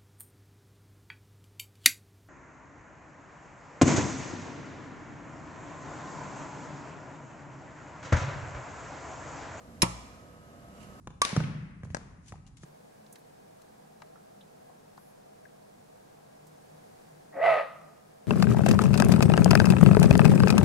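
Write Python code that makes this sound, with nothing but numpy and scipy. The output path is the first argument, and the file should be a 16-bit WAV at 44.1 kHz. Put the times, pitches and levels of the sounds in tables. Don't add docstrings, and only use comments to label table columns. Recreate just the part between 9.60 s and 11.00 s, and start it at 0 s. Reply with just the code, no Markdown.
import sys
import numpy as np
from scipy import signal
from scipy.fft import rfft, irfft, next_fast_len
from scipy.io import wavfile
from scipy.ndimage import map_coordinates

SR = 44100
rng = np.random.default_rng(int(sys.argv[2]) if len(sys.argv) > 2 else 0)


def dump(signal):
    limited = np.clip(np.atleast_2d(signal).T, -1, 1)
    pcm = np.round(limited * 32767).astype(np.int16)
    wavfile.write(sys.argv[1], SR, pcm)


N = 61739

# t/s, level/dB, balance/dB
ARM_CONTACTS = [(0.219, -20, 1), (0.2202, -11.5, -1.5), (.2226, -17, -1), (.2268, -24, 3), (.231, -29.5, 1)]
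# f/Hz, level/dB, T60/s, balance/dB
ARM_MODES = [(936, -13.5, 0.025, -2), (1080, -11, .025, -3), (1880, -10.5, 0.018, -3),
             (2374, -6, .016, -5.5), (3010, -10.5, 0.01, -5.5), (3893, -4, .016, -8.5),
             (5030, -3.5, 0.011, 1.5), (5410, 2.5, 0.02, 1.5), (7310, -8, 0.031, -5.5),
             (8650, -12.5, .02, 3), (10280, -6, 0.028, 6.5), (11160, -8, .02, 8.5)]
# f/Hz, level/dB
CRACK_SPECTRUM = [(300, -27), (600, -14.5), (900, -1), (1300, -4), (1500, -10), (2200, -3.5), (4500, -2),
                  (5500, -1.5), (7400, 0), (9000, -2), (11200, -1.5), (12500, -13), (14000, -26.5)]
# f/Hz, level/dB, T60/s, balance/dB
PULLEY_MODES = [(80, -24.5, .06, 3), (125.3, -21, 0.043, 3.5), (182.2, -13.5, 0.037, 6),
                (240, -17.5, .035, 5), (322.6, -15.5, 0.046, 6.5), (430, -24, .035, 4)]
# f/Hz, level/dB
CLACK_SPECTRUM = [(150, -18.5), (400, -4.5), (650, -3.5), (850, 1), (1150, 2), (1350, -2), (1550, -11),
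                  (2100, -5.5), (3200, -11), (6000, -16.5), (12000, -30)]
# f/Hz, level/dB, T60/s, balance/dB
ENGINE_MODES = [(846.4, -40.5, 0.47, -2), (938, -41, .2, -3), (1015, -37, .12, -3.5), (1106, -33, 0.2, -2),
                (1338, -39.5, .35, -3.5), (2040, -49.5, .25, -3.5), (2380, -49.5, 0.18, -4),
                (5340, -51.5, 0.402, 2.5), (10280, -51, .2, 3)]
# f/Hz, level/dB, T60/s, balance/dB
BELT_PARTIALS = [(58.06, -39, 0.96, 4), (117.3, -31, .42, 1.5), (174.4, -32, .4, 1),
                 (286.3, -44.5, 0.46, 4)]
# f/Hz, T60/s
GARAGE_DECAY = [(100, .45), (1000, 1), (3000, 1), (7000, 0.79), (12000, .5)]
# f/Hz, level/dB
GARAGE_SPECTRUM = [(60, -12), (300, -0.5), (900, -0.5), (2000, -0.5), (4000, -2.5), (5500, -2.5),
                   (7500, 0.5), (9000, -4), (11300, -4.5), (12500, -16)]
# f/Hz, level/dB
BRUSH_SPECTRUM = [(500, -11.5), (1500, -6), (2300, 0.5), (2550, -0.5), (2850, 6), (3200, -8), (7500, -6.5),
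                  (9000, -11), (12000, -13), (13000, -33)]
# f/Hz, level/dB
AMBIENT_SPECTRUM = [(15, -32), (25, -16.5), (42, -7.5), (65, -2.5), (130, -2), (220, -1), (300, -8.5),
                    (430, -12.5), (490, -10.5), (680, -8.5), (850, -16.5), (1050, -14), (1300, -17.5),
                    (1450, -19), (2000, -23), (2500, -27.5), (2900, -26.5), (3300, -30.5), (7400, -31.5),
                    (9000, -35.5), (12200, -33.5), (13200, -60)]
# t/s, level/dB
AMBIENT_ENVELOPE = [(0, -51.5), (.2, -51), (.55, -51.5), (.8, -53), (1.05, -51.5), (1.2, -50), (1.4, -48.5)]
# f/Hz, coherence
AMBIENT_COHERENCE = [(60, 0.97), (130, .93), (280, .75), (610, 0.91), (1300, .05), (12000, .02)]
# f/Hz, level/dB
HUM_TONES = [(490, -65.5), (580, -73.5), (683, -70), (1211, -75.5), (1270, -64.5), (1507, -77.5),
             (1636, -76.5), (2878, -80.5)]
# t/s, level/dB
HUM_ENVELOPE = [(0, -6), (.6, -2), (1, 2.5), (1.4, -0.5)]
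# f/Hz, balance/dB
BACKGROUND_BALANCE = [(300, -1.7), (700, 0), (1400, -3), (2500, -1.5), (3800, 0.5), (5500, 4), (7000, 6.5),
                      (10000, 4.5), (12500, 8.5)]

SLAM_S = .2262
SIDES = np.array([[1], [-1]])


def arm_snap(attack_s=.00038):
    cracks, steel = np.zeros((2, 2, N))
    for onset, db, balance in ARM_CONTACTS:
        t = since(onset)
        gain = amp(db) * pan(balance)
        cracks += gain * noise(CRACK_SPECTRUM, coherence=[(1000, .05)]) * strike(t, attack_s, t60=.028)
        steel += gain * ring(ARM_MODES, t, attack_s, spread_rad=1.3)
    return amp(-3.5) * cracks, amp(-2) * steel


def pulley_slam(attack_s=.004):
    t = since(SLAM_S)
    casing = noise(CLACK_SPECTRUM, coherence=[(300, .35), (700, .02)])
    clack = amp(-11.5) * pan(-3) * casing * strike(t, attack_s, t60=.047)
    thud = ring(PULLEY_MODES, since(SLAM_S + .00036), attack_s=.001, spread_rad=.3)
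    metal = ring(ENGINE_MODES, t, attack_s, spread_rad=2.0)
    return clack, thud + metal


def belt_twang(sharpness=.03, settle_s=.08):
    t = since(SLAM_S)
    warped_time = t + sharpness * settle_s * (1 - np.exp(-t / settle_s))
    return ring(BELT_PARTIALS, warped_time, attack_s=.004, spread_rad=.29)


def reverberation(x):
    hz, t, spectra = signal.stft(rng.standard_normal((2, N)), SR, nperseg=256)
    spectra = spectra * fade(t, along(GARAGE_DECAY, hz)[:, None])
    tail = signal.istft(spectra, SR, nperseg=256)[1][:, :N]
    tail = filtered(tail, lambda f: amp(along(GARAGE_SPECTRUM, f)))
    build_up = 1 - np.exp(-since(.0064) / .008)
    bay = noise(spectrum=[(100, -3), (1000, 2), (2000, -.5), (5000, -6), (11000, -5.5), (13000, -20.5)],
                coherence=[(300, .57), (1000, .1)])
    bay *= strike(since(.0016), attack_s=.0026, t60=.13)
    response = amp(-17.5) * unit(tail * build_up) + amp(-15.5) * unit(bay)
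    return signal.fftconvolve(x, response / np.sqrt(N), axes=1)[:, :N]


def brush(peak_s=1.225, width_s=.045):
    swell = np.exp(-np.abs(since(0) - peak_s) / width_s)
    grain = amp(-59.5 + 2 * wobble(150))
    return grain * swell * pan(-8.5) * noise(BRUSH_SPECTRUM, coherence=[(1000, .2)])


def background(left_lead_s=.00026):
    t = since(0)
    air = amp(np.interp(t, *np.transpose(AMBIENT_ENVELOPE))) * noise(AMBIENT_SPECTRUM, AMBIENT_COHERENCE)
    hum = np.zeros(N)
    for hz, db in HUM_TONES:
        amplitude = np.sqrt(2) * amp(db + 2.5 * wobble(4.04))
        hum += amplitude * np.sin(2 * np.pi * hz * t + .4 * wobble(8))
    hum *= amp(np.interp(t, *np.transpose(HUM_ENVELOPE)))

    def direction(hz):
        gains = amp(SIDES * along(BACKGROUND_BALANCE, hz) / 2)
        return gains * np.exp(1j * np.pi * hz * left_lead_s * SIDES)

    return filtered(air + hum, direction)


def ring(modes, t, attack_s, spread_rad):
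    phases = rng.choice([-1, 1], len(modes)) * spread_rad / 2
    total = np.zeros((2, N))
    for k, (hz, db, t60, balance) in enumerate(modes):
        envelope = amp(db) * pan(balance) * strike(t, attack_s, t60)
        total += (-1) ** k * envelope * np.sin(2 * np.pi * hz * t + phases[k] * SIDES)
    return total


def noise(spectrum, coherence):
    def mid_side_gains(hz):
        angle = np.arccos(np.clip(along(coherence, hz), -1, 1)) / 2
        return amp(along(spectrum, hz)) * [np.cos(angle), np.sin(angle)]

    mid, side = filtered(rng.standard_normal((2, N)), mid_side_gains)
    return unit(np.array([mid + side, mid - side]))


def filtered(x, response):
    size = next_fast_len(N + SR // 2)
    hz = np.fft.rfftfreq(size, 1 / SR)
    return irfft(rfft(x, size) * response(hz), size)[..., :N]


def strike(t, attack_s, t60):
    return (1 - np.exp(-(t / attack_s) ** 2)) * fade(t, t60)


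def fade(t, t60):
    return np.exp(-np.log(1000) * t / t60)


def wobble(rate):
    return map_coordinates(rng.standard_normal(256), [np.arange(N) * rate / SR], mode="mirror")


def since(onset):
    return np.maximum(np.arange(N) / SR - onset, 0)


def along(points, hz):
    frequencies, values = np.transpose(points)
    return np.interp(np.log(hz + 1), np.log(frequencies + 1), values)


def pan(balance_db):
    return amp(SIDES * balance_db / 2)


def amp(db):
    return 10 ** (np.asarray(db) / 20)


def unit(x):
    return x / np.sqrt(np.mean(x ** 2) + 1e-20)


def scene():
    cracks, steel = arm_snap()
    clack, thud_and_metal = pulley_slam()
    contacts = cracks + clack
    ringing = steel + thud_and_metal + belt_twang()
    room = reverberation(contacts + amp(-8.5) * ringing)
    return contacts + ringing + room + background() + brush()


def record(dry, cutoff_hz=13200):
    return filtered(dry, lambda hz: 1 / np.sqrt(1 + (hz / cutoff_hz) ** 100))


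dry = scene()
out = record(dry)
dump(out)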